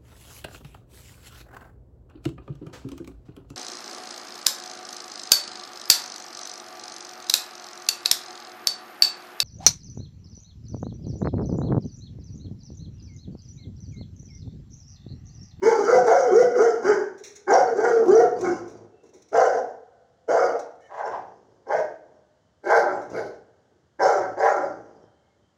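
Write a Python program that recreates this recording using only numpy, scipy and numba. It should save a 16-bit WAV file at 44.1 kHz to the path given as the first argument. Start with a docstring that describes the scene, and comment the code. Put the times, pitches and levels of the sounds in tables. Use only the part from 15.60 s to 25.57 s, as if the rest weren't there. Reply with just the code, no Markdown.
"""Dog barking in a walled yard

A large dog on a lead barks in runs and growls low between the barks, over quiet outdoor air and far chirps.
Rough vocal pulses ring moving throat resonances, and breath hisses past the teeth.
The metal clip of the lead rattles in dying bursts of contacts, paws land on stone as dull puffs of noise,
and the walls answer with single echoes and scattered tails."""
import sys
import numpy as np
from scipy import signal
from scipy.fft import rfft, irfft
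from scipy.io import wavfile
from scipy.ndimage import uniform_filter1d, minimum_filter1d
from numba import njit

SR = 44100
rng = np.random.default_rng(int(sys.argv[2]) if len(sys.argv) > 2 else 0)


def to_wav(s):
    """Save 16-bit WAV."""
    ch = np.atleast_2d(s).T  # columns
    pcm = np.round(np.clip(ch, -1, 1) * 32767)  # PCM
    wavfile.write(sys.argv[1], SR, pcm.astype(np.int16))


def level_to_linear(level):
    """Convert decibel levels to linear amplitude factors, elementwise."""
    exponent = np.asarray(level, float) / 20
    return 10 ** exponent


N = 439677   # length in samples


def rms_one(x):
    """Power normalisation: scale to unit rms."""
    return x / np.sqrt(np.mean(x ** 2) + 1e-20)


def evened(x, window=.025):
    """Envelope flattening: bring the short-time rms, over a window in s, to 1."""
    return x / np.sqrt(uniform_filter1d(x ** 2, int(window * SR)) + 1e-12)


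def drift(hz):
    """Low-passed chance: slow random motion of unit spread, drawn at every tenth sample."""
    r = np.exp(-20 * np.pi * hz / SR)
    settling = 2000
    draws = rng.standard_normal(N // 10 + settling + 2)
    slow = signal.lfilter([1], [1, -2 * r, r * r], draws)[settling:]
    return np.interp(np.arange(N) / 10, np.arange(len(slow)), rms_one(slow))


def filtered(x, order, hz, kind="low"):
    """Butterworth filtering: a flat passband and a smooth roll-off."""
    return signal.sosfilt(signal.butter(order, hz, kind, fs=SR, output="sos"), x)


@njit
def resonate(x, cosine, r):
    """Two-pole resonance of gain 1 whose centre and width may move sample by sample."""
    y = np.zeros(len(x))
    for i in range(2, len(x)):
        drive = (1 - r[i] ** 2) / 2 * (x[i] - x[i - 2])
        y[i] = drive + 2 * r[i] * cosine[i] * y[i - 1] - r[i] ** 2 * y[i - 2]
    return y


def resonance(x, hz, *widths_hz):
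    """Resonance at a fixed or moving frequency: one pass in series for each width."""
    ones = np.ones(len(x))
    for width_hz in widths_hz:
        x = resonate(x + 1e-18, np.cos(2 * np.pi * hz / SR) * ones, np.exp(-np.pi * width_hz / SR) * ones)
    return x


def coloured(spectrum):
    """Spectral shaping: noise with the given spectrum, rms 1."""
    hz, db = np.transpose(spectrum)
    bins = np.fft.rfftfreq(N, 1 / SR) + 1
    gain = level_to_linear(np.interp(np.log(bins), np.log(hz), db))
    return rms_one(irfft(rfft(rng.standard_normal(N)) * gain, N))


def latest(rows, *lists):
    """Event lookup: time since the latest event began, and the columns of that event."""
    table = np.column_stack([rows, *lists])
    t = np.arange(N) / SR
    columns = table[np.maximum(np.searchsorted(table[:, 0], t) - 1, 0)].T
    return np.maximum(t - columns[0], 0), columns[1:]


def in_time(rows):
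    """Linear interpolation: columns joined by straight lines in time."""
    s, *columns = np.transpose(rows)
    return [np.interp(np.arange(N) / SR, s, c) for c in columns]


# spectrum of the outdoor air: frequency_hz, relative_db
AIR_SPECTRUM = [(24, -38.5), (40, -18), (75, 4), (154, 1), (606, -9), (1820, -15.5), (2500, -27.5),
                (3100, -19), (3700, -22.5), (7000, -18.5), (9000, -27.5), (13000, -27.5), (15500, -16.5)]


def outdoor_air():
    """Air absorption: steady coloured noise, dulled by distance."""
    return filtered(level_to_linear(-65.5) * coloured(AIR_SPECTRUM), 2, 5500)


# faint far chirps: start_s, length_s, pitch_hz, level_db
FAR_CHIRPS = [(3.3, 0.25, 2680, -74), (5.193, 0.14, 1810, -59), (5.2, 0.11, 2170, -67),
              (5.207, .08, 3000, -69), (6.765, 0.24, 3055, -85), (9.328, 0.41, 3136, -81),
              (9.55, 0.25, 2150, -80.5), (9.771, 0.17, 3130, -79.5)]


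def chirps():
    """Narrow-band noise: thin wavering whistles from far off, each under a half-sine swell."""
    out, t, noise = 0, np.arange(N) / SR, rng.standard_normal(N)
    for start, length, hz, db in FAR_CHIRPS:
        whistle = rms_one(resonance(noise, hz, 64, 64))
        out = out + level_to_linear(db) * np.sin(np.pi * np.clip((t - start) / length, 0, 1)) * whistle
    return out


# single reflections from the walls: delay_s, level_db
ECHOES = [(0.037, -11), (0.069, -23), (0.12, -23), (.16, -21)]
# scattered tails, near walls then far buildings: t60_s, level_db, dulled_above_hz
TAILS = [(0.421, -5.5, 3000), (1.496, -28, 1133)]


def yard(x):
    """Reverberation as convolution: a few single echoes, then two dull tails of scattered reflections."""
    t = np.arange(2 * SR) / SR
    answer = np.zeros(len(t))
    for delay, db in ECHOES:
        answer[round(delay * SR)] = level_to_linear(db)
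    answer = signal.lfilter([.5], [1, -.5], answer)   # the echoes lose treble
    for t60, db, dull_hz in TAILS:
        build_up = 1 - np.exp(-t / 0.00073)
        tail = filtered(rng.standard_normal(len(t)) * level_to_linear(-60 * t / t60) * build_up, 1, dull_hz)
        answer += level_to_linear(db) * tail / np.sqrt(np.sum(tail ** 2))   # level set by energy
    return signal.fftconvolve(x, answer)[:N]


# paws on stone: start_s, level_db, centre_hz
PAW_STEPS = [(3.339, -58, 382.9), (3.433, -50.5, 367.3), (3.532, -50.5, 372), (8.115, -63, 324),
             (9.76, -66, 312)]


def paws():
    """Damped impact: a soft pad gives a short dull puff of noise."""
    out, t = np.zeros(N + SR), np.arange(SR // 4) / SR
    for start, db, hz in PAW_STEPS:
        puff = rms_one(resonance(rng.standard_normal(len(t)), hz, 140, 300))
        envelope = level_to_linear(db - 60 * t / 0.29) * np.clip(t / 0.0012, 0, 1)
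        out[round(start * SR):][:len(t)] += envelope * puff
    return out[:N]


KNOCKS = [(0.4664, -29.5, 0.14), (1.576, -41.5, 0.11), (1.595, -49, 0.11), (1.634, -30, 0.27),
          (1.7518, -35.5, 0.067), (1.757, -34.5, 0.089), (2.476, -33, 0.13), (2.786, -35, 0.063),
          (2.8077, -24, 0.05), (2.837, -36, 0.08), (3.076, -39.5, 0.068), (3.094, -48, 0.2),
          (3.12, -53.5, .05), (3.168, -47, 0.045), (3.432, -51, 0.1), (3.457, -53.5, 0.1),
          (3.487, -52, .08), (3.533, -48, 0.31), (3.619, -38.5, 0.044), (3.6839, -46, 0.094),
          (4.989, -33.5, 0.09), (5.2, -59, 0.56), (5.259, -62.5, 0.11), (7.412, -45, 0.2),
          (7.496, -44, 0.17), (7.5993, -44, 0.083)]
CLIP_RINGS = [(2150, 1200, -7), (3800, 1400, -5.5), (5800, 950, 2), (6730, 110, 1.5), (8800, 700, -12.5)]


def lead_clip():
    """Modal excitation: each knock is a dying burst of tiny contacts through the broad clip resonances."""
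    shape, t = np.zeros(N + SR), np.arange(SR // 2) / SR
    for start, db, t60 in KNOCKS:
        shape[round(start * SR):][:len(t)] += level_to_linear(db - 60 * t / t60) * np.clip(t / .006, 0, 1)
    contacts = shape[:N] * rng.standard_normal(N) * level_to_linear(drift(300))
    body = sum(level_to_linear(db) * resonance(contacts, hz, width, 2 * width) for hz, width, db in CLIP_RINGS)
    return body + level_to_linear(-24) * resonance(contacts, 14000, 5000)


# broad hiss spectrum: frequency_hz, relative_db
HISS_SPECTRUM = [(1530, -37.5), (2600, -42), (2950, -16.5), (3700, -16.5), (4820, -2), (6270, 10),
                 (7070, -1.5), (8280, -13.5), (9200, -15), (13500, -33), (15700, -22)]
# narrow hiss resonances at the teeth: centre_hz, width_hz, relative_db
TEETH_RINGS = [(3000, 35, -15.5), (4930, 170, -4.5), (5540, 260, -2.5), (6890, 230, -6.5)]


def breath():
    """Turbulence at the teeth: broad hiss plus wandering resonances that flicker on their own, rms 1."""
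    hiss, noise = coloured(HISS_SPECTRUM), rng.standard_normal(N)
    for hz, width_hz, db in TEETH_RINGS:
        moving_hz = hz * (1 + .05 * drift(12))
        flicker = level_to_linear(db - 5 + 6 * drift(25))
        hiss = hiss + flicker * rms_one(resonance(noise, moving_hz, width_hz, width_hz))
    return rms_one(hiss)


def folds(pitch, hoarse):
    """Glottal source: one pulse per closure, uneven in time and strength, with noise on each cycle."""
    cycles = np.cumsum(pitch * (1 + .06 * hoarse * drift(50))) / SR
    pulses = np.diff(np.floor(cycles), prepend=0) * level_to_linear(8 * hoarse * drift(80))
    opening = .5 + .5 * np.cos(2 * np.pi * cycles)
    noise = opening * rng.standard_normal(N)
    return np.sqrt(1 - hoarse ** 2) * evened(pulses, window=.05) + hoarse * rms_one(noise), opening


# growls: start_s, length_s, starting_level_db, starting_pulses_per_s, fade_db_per_s
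GROWL_EVENTS = [(2.75, .52, -36.5, 61, 36), (5.44, 0.63, -52.5, 60, 24), (6.43, 0.2, -61.5, 70, 34),
                (7.28, 0.23, -45.5, 60.5, 25), (7.49, 0.32, -38, 60, 64), (8.56, .2, -44.5, 57, 22),
                (8.95, 0.52, -48, 61, 21.5)]
# hoarseness of each growl: hoarseness (0-1)
GROWL_ROUGHNESS = [.55, .6, .5, .5, .5, .4, .4]
# resonances of the closed mouth: centre_hz, width_hz, gain_db
CLOSED_MOUTH = [(118, 31, 16.5), (220, 300, 12.5), (370, 160, 21), (700, 310, -19.5)]


def growls(breath_hiss):
    """Source and filter: slow separate pulses ring a closed mouth, fading and slowing."""
    edge_s, slowing_per_s, hiss_db = 0.026, 0.24, -20.5   # slowing as a share of the starting rate
    since, (length, db, rate, fade_db, hoarse) = latest(GROWL_EVENTS, GROWL_ROUGHNESS)
    level = np.clip(np.minimum(since, length - since) / edge_s, 0, 1) * level_to_linear(db - fade_db * since)
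    source, _ = folds(rate * (1 - slowing_per_s * np.minimum(since, length)), hoarse)
    voice = sum(level_to_linear(gain) * resonance(source, hz, width) for hz, width, gain in CLOSED_MOUTH)
    voice = evened(filtered(voice, 2, [68, 900], "band"), window=.08)
    return level * (voice + level_to_linear(hiss_db) * breath_hiss)


# the jaw while each bark is held, one table a bark:
# time_s, held_level_db (before distance), mouth_hz, mouth_over_throat_db, muzzle_hz, muzzle_over_throat_db
JAW_PATHS = [
    [(0.04, -14.5, 937, -11, 1480, -16.5), (0.082, -15.5, 890.6, -12, 1530, -11.5),
     (0.112, -22.5, 864, 2.5, 1470, -7), (0.184, -26, 860.5, -10, 1259, -12),
     (0.19, -14.5, 837.2, -9, 1330, -21.5)],
    [(0.26, -23, 778.7, -12, 1359, -10.5), (0.29, -14.5, 708, -16.5, 1317, -8),
     (0.348, -5.5, 735, -10.5, 1320, -22.5), (0.366, -18, 763.8, -3, 1274, -15),
     (0.44, -19, 733.7, -15, 1350, -29)],
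    [(0.48, -26, 747.2, 2.5, 1386, 0.5), (0.52, -18, 715.6, 2, 1390, -10),
     (0.588, -16, 719.2, -7, 1360, -16.5), (0.626, -29, 743.3, 4.5, 1307, -5),
     (0.66, -16, 717, -6, 1395, -17)],
    [(0.73, -19, 744, -11, 1242, -16.5), (0.798, -7.5, 735.6, -28, 1366, -20),
     (0.83, -17, 684.3, 0.5, 1490, -21), (0.884, -23, 728, -7, 1328, -15.5),
     (0.92, -15, 735, -24, 1315, -24.5)],
    [(1.0, -21, 712, -5.5, 1414, -9.5), (1.032, -17.5, 698.6, -2, 1377, -12.5),
     (1.068, -16, 713, 6.5, 1503, -8), (1.114, -25, 720.5, -9, 1370, -13.5),
     (1.15, -25.5, 691.8, 2, 1370, -10)],
    [(1.255, -13.5, 782, -16, 1453, -16), (1.281, -15.5, 840.4, -12, 1455, -9.5),
     (1.325, -15, 882.7, -7.5, 1505, -8), (1.369, -22.5, 886, -9.5, 1578, -20.5),
     (1.39, -24.5, 819.7, -17, 1547, -15.5)],
    [(1.89, -19, 803.4, -3, 1546, -2.5), (1.946, -15.5, 711.4, 8, 1425, -11),
     (1.974, -8.5, 716.7, -3, 1357, -13), (2.066, -38, 719.5, 4, 1300, -7),
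     (2.08, -20, 733.8, -6, 1403, -17.5)],
    [(2.18, -18.5, 763, -10.5, 1530, -19), (2.246, -17, 755.7, 0.5, 1497, -11.5),
     (2.292, -16.5, 760, -22.5, 1288, -16), (2.392, -20, 763.7, -19, 1330, -19),
     (2.43, -19, 739.3, -8.5, 1416, -33)],
    [(2.49, -14, 769.2, -17, 1285, -24), (2.53, -9, 726.8, -14.5, 1383, -27),
     (2.566, -8, 716.6, -0.5, 1433, -17.5), (2.582, -11.5, 714.5, -5, 1430, -15),
     (2.68, -27, 728, -1, 1353, -17)],
    [(2.83, -27.5, 739, -12, 1286, -17.5), (2.85, -18.5, 750, -4.5, 1354, -10),
     (2.882, -22, 739.5, -5.5, 1325, -7.5), (2.958, -30.5, 830.4, -19.5, 1308, -26),
     (2.97, -41, 823, -20.5, 1390, -28)],
    [(3.74, -18, 688.6, -11.5, 1398, -16), (3.76, -18, 682, 5, 1410, -2.5),
     (3.824, -16, 690.6, 1, 1317, -11), (3.89, -21.5, 688, -2.5, 1526, -7),
     (3.99, -25, 722, -1, 1520, -18.5)],
    [(4.7, -17.5, 701, -6.5, 1370, -12.5), (4.742, -21.5, 710, 3, 1360, -15),
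     (4.766, -19.5, 719, 5.5, 1350, 0), (4.788, -16.5, 728, 0, 1320, -6.5),
     (4.94, -29, 687, 2, 1220, -14.5)],
    [(5.32, -42.5, 744, 5, 1593, -2), (5.46, -29, 800, -2.5, 1433, -8.5), (5.56, -45, 800, 8.5, 1574, -7.5)],
    [(6.1, -28, 857, -3.5, 1510, -11), (6.122, -25, 754, -3.5, 1560, 0.5),
     (6.158, -17.5, 642, -7.5, 1577, -16), (6.19, -21.5, 672, 5, 1643, -9.5),
     (6.24, -31, 648, 2.5, 1544, -30)],
    [(7.075, -24.5, 813, -9.5, 1520, -6), (7.12, -15, 799, -1, 1531, -2),
     (7.186, -14.5, 749, -3.5, 1464, -14), (7.25, -29.5, 818, 9, 1350, -3), (7.28, -24, 789, 2.5, 1354, -7)],
    [(7.55, -30, 664, -4, 1362, -8.5), (7.588, -28.5, 676, -23, 1490, -7.5),
     (7.608, -34.5, 727, 7.5, 1510, -9.5), (7.628, -35, 731, -11.5, 1500, -31.5),
     (7.66, -38, 719, -9.5, 1556, -29)],
    [(8.41, -20.5, 842, -1, 1590, 2.5), (8.432, -15, 780, 0, 1430, -8), (8.548, -23, 759, -0.5, 1290, -5),
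     (8.562, -20, 743, -2.5, 1385, -21), (8.58, -27.5, 739, 5.5, 1320, 1.5)],
    [(8.79, -23.5, 800, 1.5, 1616, -9), (8.814, -18.5, 770, 1.5, 1600, -4.5),
     (8.868, -19, 760, 4.5, 1590, -9), (8.886, -19.5, 780, -6.5, 1340, -5), (9.0, -25, 735, 0, 1361, -5.5)],
]


def effort():
    """Amplitude envelope: each bark swells late, follows its held level and is let go."""
    swell_power, release_db_per_s, flutter_db, distance_loss_db = 4.2, 167, 2, 6
    out, t = np.zeros(N + SR), np.arange(SR) / SR
    for (start, *_), rows in zip(BARK_EVENTS, JAW_PATHS):
        s, db = np.transpose(rows)[:2] - [[start], [0]]
        held_db = np.interp(t, s, db) - release_db_per_s * np.maximum(t - s[-1], 0)
        swell = np.sin(np.pi / 2 * np.clip(t / s[0], 0, 1)) ** swell_power
        out[round(start * SR):][:SR] += swell * level_to_linear(held_db)
    return out[:N] * level_to_linear(flutter_db * drift(18) - distance_loss_db)


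# clear tone of the folds: multiple of the throat frequency, mean_level_db
TONE_PARTIALS = [(1, 0.5), (3.0, -18.5), (4.0, -28)]


def tone(throat_hz):
    """Additive synthesis: while the folds run evenly they sing a gliding harmonic tone."""
    turns = np.cumsum(throat_hz * (1 + .022 * drift(25))) / SR
    partials = [level_to_linear(db + 3.5 * drift(31)) * np.sin(2 * np.pi * round(k) * turns) for k, db in TONE_PARTIALS]
    return np.sqrt(2) * sum(partials)


def bark_hiss(level, hiss_db, rasp_db, opening, breath_hiss):
    """Turbulent flow: breath hiss and a low rasp, pulsed by the folds, build up after the voice."""
    bloom_s, smooth_s = 0.016, .07
    lag = np.exp(-1 / (bloom_s * SR))
    push = np.minimum(2 * level, uniform_filter1d(level, round(smooth_s * SR)))
    flow = signal.lfilter([1 - lag], [1, -lag], push * level_to_linear(hiss_db))
    rasp = level_to_linear(rasp_db) * rms_one(resonance(rng.standard_normal(N), 4590, 1400, 1400))
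    sizzle = level_to_linear(rasp_db - 13.5) * rms_one(resonance(rng.standard_normal(N), 10000, 4000))   # top of the rasp
    return flow * (1.69 + opening) * level_to_linear(2 * drift(55)) * (breath_hiss + rasp + sizzle)


def chest(level):
    """Body radiation: the chest moves as a bark starts and stops, heard as low noise."""
    smooth_level = uniform_filter1d(level, SR // 30, origin=SR // 80)
    heave = np.abs(np.gradient(smooth_level)) * SR / 20
    return level_to_linear(-31.5) * heave * rms_one(resonance(rng.standard_normal(N), 160, 100))


def grunt(level, age, throat_hz, full, grunt_db):
    """Gliding resonance: the half-closed mouth rings low, arching between two shares of the throat frequency."""
    low_share, top_share, arch_s = .58, 0.789, .24
    arch = np.sin(np.pi * np.clip(age / arch_s, 0, 1))
    grunt_hz = throat_hz * (low_share + (top_share - low_share) * arch)
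    ring = resonance(full + rng.standard_normal(N), grunt_hz, 80, 110, 120)
    return level * level_to_linear(grunt_db) * evened(filtered(ring, 6, 225, "high"), window=0.087)


# barks: start_s, starting_hiss_db, upper_over_muzzle_db
BARK_EVENTS = [(0.008, -20.5, -1), (0.202, -26, -15), (0.444, -22, -12.5), (0.692, -28.5, -12),
               (0.954, -23.5, -18), (1.209, -26.5, -20.5), (1.858, -24.5, -15.5), (2.14, -27, -19),
               (2.46, -31, -18), (2.788, -23.5, -8), (3.707, -23.5, -23), (4.667, -23.5, -15),
               (5.275, -26.5, -17), (6.04, -30.5, -9.5), (7.011, -25.5, -12), (7.511, -36, -6),
               (8.381, -23, -17.5), (8.754, -24.5, -21.5)]
# one value per bark: low rasp over the hiss, rasp_db
BARK_RASP = [-13.5, -13.5, -17.5, -21, -23.5, -22.5, -16.5, -14, -13.5, -17, -17.5, -19, -12, -9, -3, 9.5,
             -10, -10.5]
# one value per bark: low ring over the throat, grunt_db
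BARK_GRUNT = [-14.5, -16, -14.5, -16, -14, -16.5, -16.5, -15.5, -16, -10, -20.5, -13, -10, -7.5, -4, -8.5,
              -2, -3.5]
# one value per bark: hoarseness (0-1)
BARK_HOARSENESS = [.42, .36, .42, .25, .34, .44, .45, .45, .32, .4, .55, .62, .9, .6, .6, .7, .58, .56]
# one value per bark: power share of a second, higher vibration of the folds, at the mouth resonance (0-1)
SECOND_VIBRATION = [.3, .15, .3, .25, .35, .15, .25, .1, .4, .5, .15, .1, 0, 0, 0, 0, 0, 0]
# voice, arching up as the jaw opens, then sagging: time_s, pitch_hz, throat_hz
VOICE_PATH = [(0.021, 186.6, 357.3), (0.088, 226.4, 475.3), (0.209, 208.2, 409.5), (0.24, 199.8, 386.8),
              (0.32, 249.2, 514.4), (0.439, 243.2, 488.9), (0.468, 215, 430), (0.56, 255.6, 543),
              (0.678, 243.3, 492), (0.715, 177.2, 345), (0.75, 215, 430), (0.8, 241.3, 494.5),
              (0.945, 238.6, 496), (0.975, 184.7, 367), (1.045, 234.2, 473), (1.191, 226, 429),
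              (1.235, 169.9, 343.4), (1.29, 211.6, 416), (1.461, 189.1, 375.8), (1.87, 176.8, 345),
              (1.91, 202.3, 413), (1.96, 270.3, 550.7), (2.02, 238.6, 482.8), (2.121, 237.5, 474),
              (2.15, 185.5, 376.8), (2.25, 244.4, 479), (2.421, 227.2, 443), (2.46, 160, 308.9),
              (2.515, 198.8, 400.9), (2.575, 237.9, 475.7), (2.64, 227.9, 452.5), (2.75, 199.2, 400),
              (2.801, 191.5, 381.3), (2.889, 175.8, 337.9), (3.059, 172, 335), (3.72, 199.8, 400.1),
              (3.77, 250.9, 505), (4.101, 243.7, 461), (4.669, 204.2, 407.6), (4.71, 248.1, 520.7),
              (5.079, 221.9, 494.5), (5.3, 199.9, 595), (5.42, 216.4, 576), (5.68, 211.9, 543.8),
              (6.061, 258.2, 455.6), (6.16, 314.9, 625.2), (6.38, 312.2, 569.5), (7.03, 197.8, 440.5),
              (7.12, 204.8, 600.5), (7.45, 194.7, 540.2), (7.52, 205.4, 474), (7.589, 210.6, 494.7),
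              (7.781, 188.8, 447.4), (8.39, 188.3, 530), (8.46, 196.9, 598), (8.72, 183.4, 520),
              (8.77, 184.9, 544.7), (8.85, 199.2, 595.3), (9.15, 189.6, 521)]
# resonances above the muzzle: centre_hz, width_hz, gain_db
UPPER_RINGS = [(2164, 240, -3.5), (3330, 360, -3.5)]


def barks(breath_hiss):
    """Source and filter: two low resonances carry the bark, the muzzle its edge, the teeth its hiss."""
    since, (hiss_db, upper_db, rasp_db, grunt_db, hoarse, second) = latest(
        BARK_EVENTS, BARK_RASP, BARK_GRUNT, BARK_HOARSENESS, SECOND_VIBRATION)
    _, mouth_hz, mouth_db, muzzle_hz, muzzle_db = in_time(np.concatenate(JAW_PATHS))
    pitch, throat_hz = in_time(VOICE_PATH)
    level, age = effort(), np.minimum(since, .4)
    mouth_db = mouth_db + 2.5 * drift(6.3)   # the balance wavers
    muzzle_db = muzzle_db + 2.5 * drift(16)
    hiss_db = hiss_db - 36.5 * age   # the hiss fades through the bark

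    full, opening = folds(pitch, hoarse)
    source = filtered(full, 8, 330, "high")   # an open mouth radiates no bass
    high = np.sqrt(1 - second) * source + np.sqrt(second) * folds(mouth_hz, hoarse)[0]
    airy = high + .6 * rms_one(opening * rng.standard_normal(N))   # air roughens the upper tones

    wide = 1 + 1.8 * hoarse ** 2   # rough air blurs the resonances
    throat = resonance(source, throat_hz, wide * 89.6, 2 * wide * 89.6)
    mouth = resonance(high, mouth_hz, wide * 115, 2 * wide * 115)
    muzzle = resonance(airy, muzzle_hz, 200, 640)
    upper = sum(level_to_linear(db) * resonance(airy, hz, width, width) for hz, width, db in UPPER_RINGS)
    edge = evened(muzzle) - level_to_linear(uniform_filter1d(upper_db, SR // 30)) * evened(upper)
    edge = filtered(edge, 8, 2330)

    clear = np.clip(1 - (hoarse / .62) ** 2, 0, 1)   # clear tone only below this hoarseness
    voice = np.sqrt(1 - clear) * evened(throat) + np.sqrt(clear) * tone(throat_hz)
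    voice = voice - level_to_linear(mouth_db) * evened(mouth) + level_to_linear(muzzle_db) * edge
    hiss = bark_hiss(level, hiss_db, rasp_db, opening, breath_hiss)
    return level * voice + hiss + chest(level) + grunt(level, age, throat_hz, full, grunt_db)


def scene():
    """Superposition: the dog and its lead in the yard, over quiet outdoor air."""
    hiss = breath()
    dog = barks(hiss) + growls(hiss) + lead_clip() + paws()
    return (dog + yard(dog) + outdoor_air() + chirps())[None]


def band_limit(x):
    """A steep low-pass at the top of the band."""
    return signal.sosfilt(signal.butter(12, 15910, fs=SR, output="sos"), x)


def record(dry):
    """Gain limiting: a fast limiter holds loud barks down; the small microphone loses the deepest bass."""
    top, window_s = .5, .008
    size = round(window_s * SR)
    allowed = minimum_filter1d(top / np.maximum(np.abs(dry), top), size)
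    limited = dry * uniform_filter1d(allowed, size)
    mix = filtered(limited, 3, 55, "high")
    return band_limit(mix)


dry = scene()
out = record(dry)
to_wav(out)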